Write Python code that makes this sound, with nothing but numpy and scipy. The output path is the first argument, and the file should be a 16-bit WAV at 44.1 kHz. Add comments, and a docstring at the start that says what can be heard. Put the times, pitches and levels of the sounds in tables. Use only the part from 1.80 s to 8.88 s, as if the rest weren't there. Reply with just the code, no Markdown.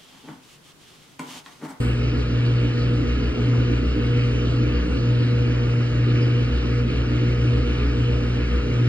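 """A mains hum runs throughout, with a brief thin high hiss at the start: a top-loading washing machine spins,
slowly gaining speed, with the microphone held over its open steel drum. The induction motor hums on
multiples of the mains; in each surge of load the hum sags and a deep shake throbs once per drum turn.
The tub rumbles unevenly, the drive whirrs through drum resonances, and shaped noise makes air rushing past
the perforated wall. Panels rumble and boom as short tones; brief high noise makes the drum's scuffs."""
import sys
import numpy as np
from scipy import signal
from scipy.fft import rfft, irfft, next_fast_len
from scipy.io import wavfile
from scipy.ndimage import uniform_filter1d, map_coordinates

SR = 44100
rng = np.random.default_rng(int(sys.argv[2]) if len(sys.argv) > 2 else 0)


def wav_out(sig):
    """Save sig, one row per channel (or a flat mono array), as 16-bit PCM at SR to the path in sys.argv[1]."""
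    wavfile.write(sys.argv[1], SR, np.round(np.clip(np.atleast_2d(sig).T, -1, 1) * 32767).astype(np.int16))


N = 312228
TIME = np.arange(N) / SR  # s
MAINS_HZ = 59.98


def amp(db):
    """Level and amplitude: decibels become a linear gain."""
    return 10 ** (np.asarray(db) / 20)


def unit(x):
    """Normalisation by energy: x scaled to rms 1."""
    return x / np.sqrt(np.mean(np.abs(x) ** 2) + 1e-20)


def along(points, hz):
    """Logarithmic pitch scale: (frequency [Hz], value) points interpolated at hz."""
    f, value = np.transpose(points)
    return np.interp(np.log(hz + 1), np.log(f + 1), value)


def curve(rows):
    """Linear interpolation: (time [s], value) rows as one value per sample."""
    return np.interp(TIME, *np.transpose(rows))


def drift(rate):
    """Slow random modulation: a smooth curve through random knots, rate of them a second."""
    coarse = np.linspace(0, N / SR, N // 64)
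    knots = rng.standard_normal(int(N * rate / SR) + 4)
    return np.interp(TIME, coarse, map_coordinates(knots, [coarse * rate]))


def filtered(x, response):
    """Linear filtering: the spectrum of x times a response of frequency."""
    size = next_fast_len(N + SR // 2)
    return irfft(rfft(x, size) * response(np.fft.rfftfreq(size, 1 / SR)), size)[..., :N]


def swell(s, length):
    """Gaussian envelope: a rise to 1 at time s and a fall; length [s] is its half length."""
    out = np.zeros(N)
    near = slice(*np.searchsorted(TIME, [s - np.pi * length, s + np.pi * length]))
    out[near] = np.exp(-((TIME[near] - s) / length) ** 2)
    return out


def swells(rows, lead=0):
    """Level changes add in dB: (time [s], half length [s], change [dB]) rows, lead seconds ahead."""
    return sum(db * swell(s - lead, length) for s, length, db in rows)


def ringing(modes, f):
    """Modal superposition: complex gain at f of (centre [Hz], width [Hz], level [dB]) resonances."""
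    gain = 0
    for k, (hz, width, db) in enumerate(modes):
        damping = 1j * f * width
        gain = gain + (-1) ** k * amp(db) * damping / (hz * hz - f * f + damping)
    return gain


def standing_waves(hz, ripple_db, life=0.02):
    """Comb-like interference: decaying echoes in the drum (life [s]) leave a steady ripple in a spectrum."""
    t = np.arange(SR // 10) / SR
    echoes = rng.standard_normal(len(t)) * np.exp(-t / life) * (t > .004)
    ripple = unit(rfft(echoes, SR).real)  # one bin per Hz
    return amp(ripple_db * np.interp(hz, np.arange(len(ripple)), ripple))


# the spaced microphone ports hear the sound at slightly different times:
# (frequency [Hz], phase lead of the left port [rad])
PORT_LEAD = [(130, 0), (260, -.4), (600, -.75), (860, -1.2), (1290, 0), (1750, 0), (2580, 2.6), (3700, 1.7),
             (4500, 1.8), (5000, 1.3), (5900, 3.1), (7700, 6), (10300, 9.4), (12500, 12.5)]
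# level difference of the ports: (frequency [Hz], left minus right [dB])
PORT_BALANCE = [(120, 0.5), (480, -1.5), (900, 2), (1400, -1.5), (2000, 0.5), (2800, -1.5), (4600, -3),
                (5800, -1)]


def ports(hz):
    """Differences of level and phase at spaced ports: complex gain of the left and right one."""
    half = np.array([[.5], [-.5]])
    return amp(half * along(PORT_BALANCE, hz)) * np.exp(1j * half * along(PORT_LEAD, hz))


# likeness of the noise at the two ports: (frequency [Hz], likeness [0-1])
PORT_LIKENESS = [(120, 0.97), (250, 0.68), (480, .92), (650, 0.2), (900, .2), (1300, 0.36), (1750, 0.86),
                 (4800, 0.9), (5900, 1), (7200, 1)]


def noise(colour):
    """Partly coherent sound field: noise at both ports, colour(hz) its amplitude per root Hz."""
    hz = np.fft.rfftfreq(next_fast_len(N + SR // 2, real=True), 1 / SR)
    size = 2 * (len(hz) - 1)
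    spread = np.arccos(np.clip(along(PORT_LIKENESS, hz), 0, 1)) / 2
    white = rfft(rng.standard_normal((2, N)) * np.sqrt(SR / 2), size)
    common, apart = white * colour(hz) * np.array([np.cos(spread), np.sin(spread)])
    return irfft(np.array([common + apart, common - apart]) * ports(hz), size)[:, :N]


def tone(hz, envelope):
    """Complex phasor: a line at both ports whose envelope holds rms level and phase."""
    angle = 2 * np.pi * (hz * TIME + rng.random())
    return np.sqrt(2) * np.real(ports(hz) * envelope * np.exp(1j * angle))


START_TURN = .35  # the drum's position at the start, turns
# speed of the drum: (time [s], speed [turns per second])
DRUM_SPEED = [(0, 6.415), (7.08, 7.08)]


def drum_turning():
    """Rotation kinematics: the drum's angle [rad] is its speed summed over time."""
    return 2 * np.pi * (START_TURN + np.cumsum(curve(DRUM_SPEED)) / SR)


# surges of load on the motor: (time [s], half length [s], sag of the hum [dB])
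LOAD_SURGES = [(0.14, 0.23, 5.5), (0.448, 0.11, 7.5), (0.94, 0.15, 4.5), (1.33, 0.12, 14),
               (1.538, 0.074, 13.5), (1.8, .13, 1), (2.09, 0.16, 14.5), (2.63, 0.15, 6),
               (3.045, 0.14, 18.5), (3.78, 0.25, 3.5), (4.13, 0.07, 3.5), (4.791, 0.12, 13.5),
               (5.19, 0.19, 8.0), (5.563, 0.08, 5), (5.872, 0.085, 12), (6.07, 0.12, 10.5), (6.43, 0.14, 7),
               (6.76, 0.14, 18.5)]


def sag(lead=0):
    """Loading of a motor: the dB that surges take from the hum, lead seconds ahead."""
    return swells(LOAD_SURGES, lead)


def strain():
    """Load about its mean: the sag above its average, in dB."""
    db = sag()
    return db - db.mean()


HUM_DB = -18  # magnetic hum at twice the mains, between surges
# shake at the mains frequency, before its swells: between surges, and added by a full surge
SHAKE_REST_DB, SHAKE_SURGE_DB = -37, -22
SHAKE_LEAD_S = 0.026  # the shake comes this much before the sag of the hum
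# the deep shake swells and ebbs: (time [s], half length [s], change [dB])
SHAKE_CHANGES = [(.94, .045, -15), (1.56, 0.028, -10), (3.02, .04, 0), (3.08, 0.03, -3), (3.5, .07, -12),
                 (4.0, 0.075, -13), (4.22, .1, 3.5), (4.42, 0.06, -6), (5.3, .15, 0.5), (5.68, .1, 3),
                 (6.15, .2, 2.5)]


def motor(drum_angle, beat_db=-47, beat_share=0.23, beat_lead=0.17, flutter=0.074, slip=0.46, steepness=1.11):
    """Magnetic hum and beating: surges shift the hum's phase; an off-centre drum beats the shake each turn."""
    lost_share = np.clip(1 - amp(-sag(SHAKE_LEAD_S)), 0, 1)
    shake = amp(SHAKE_REST_DB) + amp(SHAKE_SURGE_DB) * lost_share ** steepness
    # a line one drum speed above the mains beats with the shake; beat_lead and slip are in radians
    beat = (amp(beat_db) + beat_share * shake) * np.exp(1j * (drum_angle + beat_lead))
    unsteady = 1 + flutter * (drift(24) + 1j * drift(7.8))
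    hum = amp(HUM_DB - sag()) * np.exp(1j * slip * lost_share) * unsteady
    deep = tone(MAINS_HZ, amp(swells(SHAKE_CHANGES)) * (shake + beat))
    return deep + tone(2 * MAINS_HZ, hum)


def hiss(hiss_db=-84, fade=0.089):
    """Exponential decay: a thin high hiss dies away in the first moments; fade [s] is its time constant."""
    # (frequency [Hz], density relative to hiss_db [dB])
    colour = [(4000, -34), (7500, -0.5), (9000, 3.0), (13000, -13), (14500, -28.5)]
    return amp(hiss_db) * np.exp(-TIME / fade) * noise(lambda hz: amp(along(colour, hz)))


THROB_TURN = 0.67  # point of each drum turn at which the upper tones peak, turns


def throb(drum_angle, depth):
    """Amplitude modulation: a gain of rms 1 that peaks once per drum turn."""
    return unit(1 + depth * np.cos(drum_angle - 2 * np.pi * THROB_TURN))


# overtones of the hum: (multiple of the mains, level at mean load [dB], unsteadiness [0-1],
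# gain per dB of sag [dB], depth of the throb [0-1])
HUM_OVERTONES = [(3, -43, 0.5, 0.3, 0.4), (4, -33, 0.05, -0.05, 0.36), (5, -41, 0.4, -0.12, 0.2),
                 (6, -50, 0.6, -1.3, 0), (7, -42, 0.17, 0.02, 0.28), (10, -53, 0.55, -0.2, 0.02),
                 (15, -64, 0.4, -0.54, 0), (16, -66, 0.4, -1.1, 0.4)]
# single overtones sing out or fade: (multiple of the mains, time [s], half length [s], change [dB])
OVERTONE_SWELLS = [(5, 2.98, 0.15, 10), (5, 4.5, 0.054, 3.5), (5, 4.2, 0.074, 3.5), (5, 4.4, .22, 6),
                   (5, 5.3, .14, 5), (6, 5.5, .25, 9), (7, 0.33, .3, 3), (7, 1.56, 0.2, 7),
                   (7, 2.17, .11, 7), (7, 2.6, .11, 6), (7, 3.65, 0.31, -4), (7, 6.05, 0.073, 8),
                   (7, 6.88, .07, 5)]


def overtones(drum_angle, strain_db):
    """Harmonic series: upper lines waver and throb, load lifts or lowers each, and some sing out or fade."""
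    out = np.zeros((2, N))
    for multiple, db, unsteady, grows, depth in HUM_OVERTONES:
        wandering = unit(drift(12) + 1j * drift(12))
        waver = np.sqrt(1 - unsteady ** 2) + unsteady * wandering
        singing_db = swells([row[1:] for row in OVERTONE_SWELLS if row[0] == multiple])
        level = amp(db + grows * strain_db + singing_db)
        out += tone(multiple * MAINS_HZ, level * waver * throb(drum_angle, depth))
    return out


WHINE_ORDER = 8  # multiple of the mains
# the motor's whine: (time [s], level before trim_db and throb [dB])
WHINE_LEVEL = [(0.15, -37), (0.4, -42), (0.62, -38), (1.1, -33), (1.5, -41), (1.75, -35.5), (1.95, -39),
               (2.35, -32.5), (2.8, -36.5), (3.7, -35.5), (4.1, -38), (4.6, -33), (4.8, -41), (4.98, -35),
               (5.27, -44), (5.6, -34.5), (5.8, -34), (6.08, -38.5), (6.3, -33.5), (6.52, -39),
               (6.8, -34.5), (7.0, -41.5)]


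def whine(drum_angle, depth=.22, trim_db=-0.45):
    """A modulated harmonic: the motor's firm upper tone throbs with the drum and now and then fades."""
    level = amp(trim_db + curve(WHINE_LEVEL))
    return tone(WHINE_ORDER * MAINS_HZ, level * throb(drum_angle, depth))


# wobble of the drum: (multiple of its speed, rms level [dB])
DRUM_ORDERS = [(5, -59), (6, -55.5), (7, -55), (13, -49)]
# colour of the tub's rumble before jolts and ripple: (frequency [Hz], density [dB per Hz])
TUB_COLOUR = [(20, -90), (45, -73.5), (64, -48), (78, -56.5), (100, -60), (135, -58), (152, -52.5),
              (170, -59.5), (200, -59), (250, -57), (385, -61), (447, -64.5), (490, -59.5), (550, -69.5),
              (640, -72.5), (1500, -150)]


def tub(drum_angle, jolt_db=1, turn_db=0.86, ripple_db=1):
    """Random vibration plus rotational orders: the tub jostles on its springs over the drum's low orders."""
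    jolts = amp(jolt_db * drift(15) + turn_db * np.cos(drum_angle))
    rumble = jolts * noise(lambda hz: amp(along(TUB_COLOUR, hz)) * standing_waves(hz, ripple_db))
    orders = 0
    for multiple, db in DRUM_ORDERS:
        orders = orders + amp(db) * np.sin(multiple * drum_angle + 2 * np.pi * rng.random())
    return rumble + np.sqrt(2) * orders


# resonances of the steel drum, before the soft roll-off: (centre [Hz], width [Hz], density [dB per Hz])
DRUM_MODES = [(1137, 14, -71), (1204, 17, -66), (1261.6, 16, -62), (1327, 50, -68.5), (1414, 33, -66),
              (1483, 22, -69.5), (2179, 15, -72.5), (2296, 40, -73), (2768, 85, -68), (2990, 21, -75.5),
              (3606, 52, -79), (4500, 150, -81.5), (4960, 40, -78.5), (5400, 48, -79)]
# the drive's own resonances, before the roll-off: (centre [Hz], width [Hz], density [dB per Hz])
DRIVE_MODES = [(1646, 50, -73), (1692, 36, -69.5), (1800, 67, -76)]
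# the drive rubs harder for a moment: (time [s], half length [s], rise [dB])
DRIVE_RUBS = [(1.5, 0.057, 5), (2.96, .09, 7.5), (4.75, .06, 5), (6.58, .14, 4)]


def whirr(buzz=0.16, waver_db=1.04, soft_hz=5500, drive_waver_db=1.5):
    """Forced resonance: drive friction, pulsing with the motor's torque, rings steel drum and drive."""
    torque = unit(1 + buzz * np.cos(2 * np.pi * 2 * MAINS_HZ * TIME))

    def soft(hz):
        """Low-pass roll-off about soft_hz."""
        return 1 / (1 + (hz / soft_hz) ** 10)

    steel = noise(lambda hz: ringing(DRUM_MODES, hz) * soft(hz)) * amp(waver_db * drift(21))
    rubbing = amp(swells(DRIVE_RUBS) + drive_waver_db * drift(9))
    drive = noise(lambda hz: ringing(DRIVE_MODES, hz) * soft(hz)) * rubbing
    return (steel + drive) * torque


# colour of the rushing air before ripple and eddies: (frequency [Hz], density [dB per Hz])
AIR_COLOUR = [(300, -84.5), (620, -72.5), (900, -75.5), (1500, -72.5), (1950, -75.5), (2400, -70.5),
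              (3050, -71.5), (3400, -80.5), (4400, -79), (4900, -85), (6200, -85.5), (7100, -99),
              (9300, -102), (15000, -122)]


def air(drum_angle, turn_db=0.4, patchy_db=1.36, ripple_db=2.0):
    """Turbulence noise: air swirls past the drum wall in eddies, a little stronger once a turn."""
    rush = noise(lambda hz: amp(along(AIR_COLOUR, hz)) * standing_waves(hz, ripple_db))
    bands = signal.stft(rush, nperseg=512)[2]
    # random patches, smoothed across frequency and then time
    eddies = uniform_filter1d(rng.standard_normal(bands.shape[1:]), size=12, axis=0)
    eddies = uniform_filter1d(eddies, size=16, axis=1)
    swirl = signal.istft(bands * amp(patchy_db * unit(eddies)), nperseg=512)[1][:, :N]
    return amp(turn_db * np.cos(drum_angle)) * swirl


WHIRR_GROWS = 0.046  # dB gained by the whirr for each dB of sag
# brief swells and lulls of the whirr and the air: (time [s], half length [s], change [dB])
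WASH_CHANGES = [(2.02, 0.033, -1.5), (2.45, 0.064, 1), (3.5, 0.69, -0.74), (4.77, 0.065, 0.2),
                (5.055, 0.028, -4)]


def wash(drum_angle, strain_db):
    """Superposition of broadband sources: whirr, raised by load, and air swell and lull together."""
    loaded_whirr = amp(WHIRR_GROWS * strain_db) * whirr()
    return amp(swells(WASH_CHANGES)) * (loaded_whirr + air(drum_angle))


BOOM_S, PANEL_DB = 0.025, -34  # half length of a boom in s; panel rumble before its swells
# colour of the panels' rumble: (frequency [Hz], relative density [dB])
PANEL_COLOUR = [(100, -120), (215, -20.5), (250, -4.5), (275, 1), (295, 1.5), (320, -5.5), (345, -4),
                (380, -14), (700, -120)]
# the panels' rumble swells and ebbs: (time [s], half length [s], change [dB])
PANEL_CHANGES = [(.2, .3, 1.5), (1.9, 0.44, 2.5), (3.99, 0.16, -15), (6.75, 0.16, -4.5)]
# the loudest booms of the cabinet panels: (time [s], peak level before trim_db [dB], frequency [Hz])
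PANEL_BOOMS = [(0.585, -28, 292), (0.86, -23, 297), (1.211, -26.5, 290.5), (1.7, -25.5, 276),
               (1.932, -24, 285), (2.027, -26, 264.7), (2.18, -19.5, 300.3), (3.075, -25.5, 294.7),
               (3.673, -26, 302.5), (4.918, -26, 275.5), (5.065, -23.5, 231), (5.425, -27, 297),
               (5.656, -26, 295), (6.007, -28, 280), (6.095, -23, 291.5), (6.207, -26, 293.5),
               (7.017, -24.5, 298)]


def panels(trim_db=-3.0, jolt_db=2.5):
    """Plate modes: the cabinet's sheet metal rumbles unevenly, and now and then one mode booms."""
    rumble = unit(amp(jolt_db * drift(25)) * noise(lambda hz: amp(along(PANEL_COLOUR, hz))))
    booms = sum(tone(hz, amp(db + trim_db) * swell(s, BOOM_S)) for s, db, hz in PANEL_BOOMS)
    return amp(PANEL_DB + swells(PANEL_CHANGES)) * rumble + booms


# brief scuffs of the turning drum: (time [s], peak level [dB], centre frequency [Hz])
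DRUM_SCUFFS = [(0.67, -45, 4480), (0.78, -47, 4500), (1.0, -43.5, 4400), (2.41, -48, 4500),
               (2.96, -46, 4600), (4.43, -45, 4960)]


def scuffs(length=0.026, width_hz=380):
    """Friction noise in a narrow band: the drum now and then brushes something, a soft, high swish."""
    out = 0
    for s, db, centre in DRUM_SCUFFS:
        swish = unit(noise(lambda hz: np.exp(-((hz - centre) / width_hz) ** 2)))
        out = out + amp(db) * swell(s, length) * swish
    return out


def scene():
    """Superposition: the parts add, sharing the turning of the drum and the load on the motor."""
    drum_angle = drum_turning()
    strain_db = strain()
    hum = motor(drum_angle) + overtones(drum_angle, strain_db) + whine(drum_angle)
    return hum + hiss() + tub(drum_angle) + wash(drum_angle, strain_db) + panels() + scuffs()


TOP_HZ = 15700  # band limit


def record(dry):
    """Band limitation: a short fade-in avoids a click, and nothing above the band limit is kept."""
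    opening = np.clip(TIME / .004, 0, 1)
    return filtered(dry * opening, lambda hz: hz < TOP_HZ)


dry = scene()
out = record(dry)
wav_out(out)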